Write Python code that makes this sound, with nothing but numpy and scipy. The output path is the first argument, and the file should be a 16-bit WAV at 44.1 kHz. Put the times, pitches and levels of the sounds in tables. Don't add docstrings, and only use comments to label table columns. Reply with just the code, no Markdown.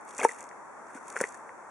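import sys
import numpy as np
from scipy import signal
from scipy.fft import rfft, irfft
from scipy.io import wavfile

SR = 44100
rng = np.random.default_rng(int(sys.argv[2]) if len(sys.argv) > 2 else 0)


def file_out(sig):
    cols = np.atleast_2d(sig).T
    lim = np.clip(cols, -1, 1)
    pcm = np.round(lim * 32767).astype(np.int16)
    wavfile.write(sys.argv[1], SR, pcm)


N = 74970
T = np.arange(N) / SR


def undb(db):
    return 10 ** (np.asarray(db) / 20)


def unit(x):
    return x / np.sqrt(np.mean(x ** 2) + 1e-20)


def add(out, t, x):
    i = int(np.clip(round(t * SR), 0, N - 1))
    out[i:i + len(x)] += x[:N - i]


def decay(t60):
    return undb(-60 * T[:int(1.5 * t60 * SR) + 8] / t60)


def ring(hz, t60, rise_s=0.00056):
    env = decay(t60)
    t = T[:len(env)]
    return env * (1 - np.exp(-t / rise_s)) * np.sin(2 * np.pi * hz * t)


def colour(x, points):
    hz, db = np.array(points, float).T
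    f = np.maximum(np.fft.rfftfreq(N, 1 / SR), 1)
    return irfft(rfft(x) * undb(np.interp(np.log(f), np.log(hz), db)), N)


def wander(per_s):
    knots = rng.standard_normal(size=2048)
    return 1.2 * np.interp(T * per_s, np.arange(len(knots)), knots)


# t/s, f/Hz, level/dB, T60/s, level of the hollow/dB
AIR_POCKETS = [(0.1947, 780, -16, 0.0077, -41), (0.1995, 2570, -21, .014, -52),
               (0.2038, 2400, -31, 0.014, -47), (0.2108, 750, -24, 0.024, -49),
               (0.2145, 2170, -19.5, 0.02, -29), (0.2215, 704, -26.5, 0.014, -49),
               (0.2295, 980, -21.5, 0.014, -32.5), (0.2312, 2600, -27, .012, -48),
               (0.2325, 1658, -22.5, 0.033, -42), (0.2372, 794, -25.5, 0.019, -24),
               (0.247, 5750, -23, 0.018, -60), (0.2903, 1974, -24, 0.028, -36),
               (0.3135, 1890, -26.5, 0.0082, -66), (0.5128, 1880, -30.5, 0.0085, -48),
               (0.9442, 1720, -34, 0.0062, -60), (0.9735, 1490, -35, 0.028, -46),
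               (1.1650, 1520, -7, 0.0052, -35.5), (1.1700, 1405, -29, 0.025, -56),
               (1.2044, 1710, -6.5, 0.0043, -31), (1.2110, 1500, -17.5, 0.012, -47),
               (1.2160, 1780, -25, 0.015, -48), (1.239, 1913, -10, 0.01, -25.5),
               (1.2552, 885, -40, 0.011, -64), (1.3440, 1780, -36, 0.027, -51),
               (1.4925, 1890, -27.5, 0.0072, -62)]
def pops():
    out = np.zeros(N)
    hollow = ring(hz=457, t60=0.037)
    for t, hz, db, t60, hollow_db in AIR_POCKETS:
        add(out, t, undb(db) * ring(hz, t60))
        add(out, t, undb(hollow_db) * hollow)
    return out


# t/s, base level/dB, base f/Hz, gain of the upper modes/dB, base T60/s
SUCTION_BREAKS = [(0.249, -8.5, 462.7, 1, 0.042), (1.2109, -13, 518, -23, 0.029)]
# f/base f, relative level/dB, T60/base T60
HOLLOW_MODES = [(1, -1.5, 0.99), (0.66, -10.5, 0.39), (1.45, -15, 0.65), (1.94, 3, 0.76), (2.8, -15, 1),
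                (3.8, -3, 0.23)]
def suction():
    out = np.zeros(N)
    for t, db, hz, upper_db, t60 in SUCTION_BREAKS:
        for k, (hz_ratio, mode_db, t60_ratio) in enumerate(HOLLOW_MODES):
            amplitude = undb(db + mode_db + (upper_db if k > 1 else 0))
            polarity = 1 if k else -1
            add(out, t, polarity * amplitude * ring(hz * hz_ratio, t60 * t60_ratio))
    return out


# t/s, relative level/dB, centre f/Hz, bandwidth of one filter pass/Hz
MUD_FILMS = [(0.0090, -47, 9500, 4030), (0.051, -44.5, 9300, 6000), (0.1080, -35, 5850, 6000),
             (0.148, -33.5, 7600, 5000), (0.1652, -36, 7000, 4000), (0.1802, -23.5, 7200, 2500),
             (0.1853, -26, 6650, 3500), (0.1985, -27, 5900, 1500), (0.2304, -25, 8000, 7000),
             (0.2448, -21, 8600, 2980), (0.2850, -28, 6900, 4960), (0.319, -32, 7300, 6000),
             (0.3864, -39, 7450, 4000), (0.4062, -30.5, 7530, 4000), (0.427, -35, 7500, 4000),
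             (0.4397, -36, 7160, 4000), (0.4899, -38, 6000, 4000), (0.8688, -47, 6500, 4000),
             (1.0808, -34, 7300, 5000), (1.1008, -29, 6460, 8000), (1.1252, -33.5, 7100, 4000),
             (1.1884, -29.5, 6200, 2500), (1.2010, -31, 6800, 1800), (1.2050, -29, 6940, 4000),
             (1.212, -16, 7940, 7150), (1.216, -23, 7500, 4000), (1.239, -32.5, 6000, 3500),
             (1.272, -36, 6800, 4000), (1.2872, -35.5, 6750, 4000), (1.2898, -35, 6900, 4000),
             (1.323, -40, 7000, 5000), (1.3441, -35, 7040, 7000), (1.3720, -42.5, 8030, 4000)]
def snaps():
    out, env = np.zeros(N), decay(t60=0.01)
    burst = env * (1 - np.exp(-T[:len(env)] / 0.00042))
    for t, db, hz, width in MUD_FILMS:
        spit = rng.standard_normal(size=2048)[:len(env)] * burst
        b, a = signal.iirpeak(hz, hz / width, fs=SR)
        spit = signal.lfilter(b, a, signal.lfilter(b, a, spit))
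        spit *= np.sqrt(np.sum(env ** 2) / np.sum(spit ** 2))
        add(out, t, undb(db - 5.5) * spit)
    return out


# t/s, level/dB
CRACKLE_ENVELOPE = [(0, -82), (0.06, -66), (0.085, -53), (0.135, -54.5), (0.175, -50), (0.195, -41),
                    (0.222, -46), (0.233, -36), (0.249, -32), (0.257, -41), (0.275, -51.5), (0.295, -46),
                    (0.375, -58), (0.40, -54), (0.44, -59), (0.52, -73), (0.84, -82), (0.89, -65),
                    (0.935, -65.5), (0.962, -48.5), (0.995, -62.5), (1.06, -60.5), (1.09, -52),
                    (1.147, -58.5), (1.167, -41.5), (1.195, -47), (1.23, -48), (1.30, -55.5), (1.37, -60.5),
                    (1.42, -71), (1.7, -85)]
# f/Hz, relative level/dB
CRACKLE_SPECTRUM = [(200, -14), (900, -2), (2200, 6.5), (3200, -5), (5000, -5), (6000, 3), (8500, 2.5),
                    (10500, -1), (13000, -19)]
def crackle(clicks_per_s=4000, spread_db=3.5, flurry_db=2.5):
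    sizes = undb(spread_db * np.minimum(rng.exponential(size=N), 4))
    signs = rng.choice([-1, 1], N)
    arrivals = rng.random(N) < clicks_per_s / SR
    clicks = sizes * signs * arrivals * undb(flurry_db * wander(per_s=250))
    level_db = np.interp(T, *np.array(CRACKLE_ENVELOPE).T)
    return unit(colour(clicks, CRACKLE_SPECTRUM)) * undb(level_db)


# t/s, duration/s, level/dB, f of the smallest bubbles/Hz
BUBBLE_SWARMS = [(0.187, 0.023, -35.5, 3100), (0.212, 0.019, -39, 2650), (0.229, 0.015, -30.5, 3110),
                 (0.266, .05, -53, 2730), (0.386, .06, -51.5, 2510), (0.955, .025, -55, 2350),
                 (1.094, .055, -51.5, 2380), (1.154, .025, -38.5, 2180), (1.203, .05, -41.5, 2340)]
def tearing(bubbles_per_s=1500, low_hz=407, t60_cycles=9.2):
    out = np.zeros(N)
    for start, duration, db, high_hz in BUBBLE_SWARMS:
        swarm = np.zeros(N)
        bubbles = rng.random((200, 3))[:int(duration * bubbles_per_s)]
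        for k, (jitter, pitch, strength) in enumerate(bubbles):
            t = start + duration * (k + jitter) / len(bubbles)
            hz = low_hz * (high_hz / low_hz) ** pitch
            chance_db = -2 * np.log(1 - strength)
            treble_tilt = undb(2.56 * np.log2(hz / low_hz)) * np.sqrt(hz)
            add(swarm, t, undb(chance_db) * treble_tilt * ring(hz, t60_cycles / hz))
        out += undb(db) * unit(swarm) * np.sqrt(duration * SR / N)
    return out


# t/s, f/Hz, level/dB, T60/s
SOLE_THUDS = [(0.1900, 263, -35, 0.047), (0.237, 271, -31.5, 0.047), (0.9514, 270, -29, 0.032),
              (1.2103, 207, -25, 0.03)]
def thuds():
    out = np.zeros(N)
    for t, hz, db, t60 in SOLE_THUDS:
        add(out, t, undb(db) * ring(hz, t60, rise_s=0.0022))
    return out


def scattering(x, gain_db=-18, delay_s=0.004):
    env = decay(t60=0.17)
    tails = rng.standard_normal((2, N))[:, :len(env)] * env * (T[:len(env)] > delay_s)
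    tails = [tail / np.sqrt(np.sum(tail ** 2)) for tail in tails]
    return undb(gain_db) * np.array([signal.fftconvolve(x, tail)[:N] for tail in tails])


# f/Hz, relative level/dB
RUSH_SPECTRUM = [(30, -23), (70, -11), (140, -15.5), (240, -11), (350, -10), (550, -7), (750, -5.5),
                 (910, -0.5), (1500, -8.5), (2100, -18.5), (2550, -29.5), (3000, -39), (4300, -38),
                 (6000, -30), (8000, -30.5), (10500, -35.5), (13000, -52)]
# f/Hz, level of side relative to mid/dB
RUSH_WIDTH = [(60, -3.5), (250, 0), (560, -4.5), (1100, -10), (2500, 1.5), (5000, 0.5), (11000, -3)]
def wind(level_db=-47, flicker_db=0.86, swell_db=0.22):
    mid, side = (unit(colour(rng.standard_normal(N), RUSH_SPECTRUM))
                 * undb(flicker_db * wander(per_s=14.12)) for _ in range(2))
    side = colour(side, RUSH_WIDTH)
    return np.array([mid + side, mid - side]) * undb(level_db - swell_db * wander(per_s=2.2))


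def scene(left_lead_db=1.6, side_db=-8.5):
    body = pops() + suction() + thuds() + tearing()
    spray = crackle() + snaps()
    side = undb(side_db) * (crackle() + snaps())
    wide_spray = np.array([spray + side, spray - side])
    pan = undb(np.array([[left_lead_db], [-left_lead_db]]) / 2)
    return pan * (body + wind()) + wide_spray + scattering(body + spray)


# f/Hz, bandwidth/Hz
CAMERA_NOTCHES = [(3000, 447), (4050, 930), (5030, 800)]
def record(dry, low_cut_hz=181, notch_depth=0.95, roll_off_hz=10640, top_hz=15000):
    x = signal.sosfilt(signal.butter(2, low_cut_hz, "highpass", fs=SR, output="sos"), dry)
    for hz, width in CAMERA_NOTCHES:
        notched = signal.lfilter(*signal.iirnotch(hz, hz / width, fs=SR), x)
        x = x + notch_depth * (notched - x)
    x = signal.sosfilt(signal.butter(8, roll_off_hz, fs=SR, output="sos"), x)
    return signal.sosfilt(signal.ellip(8, 0.2, 70, top_hz, fs=SR, output="sos"), x)


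dry = scene()
out = record(dry)
file_out(out)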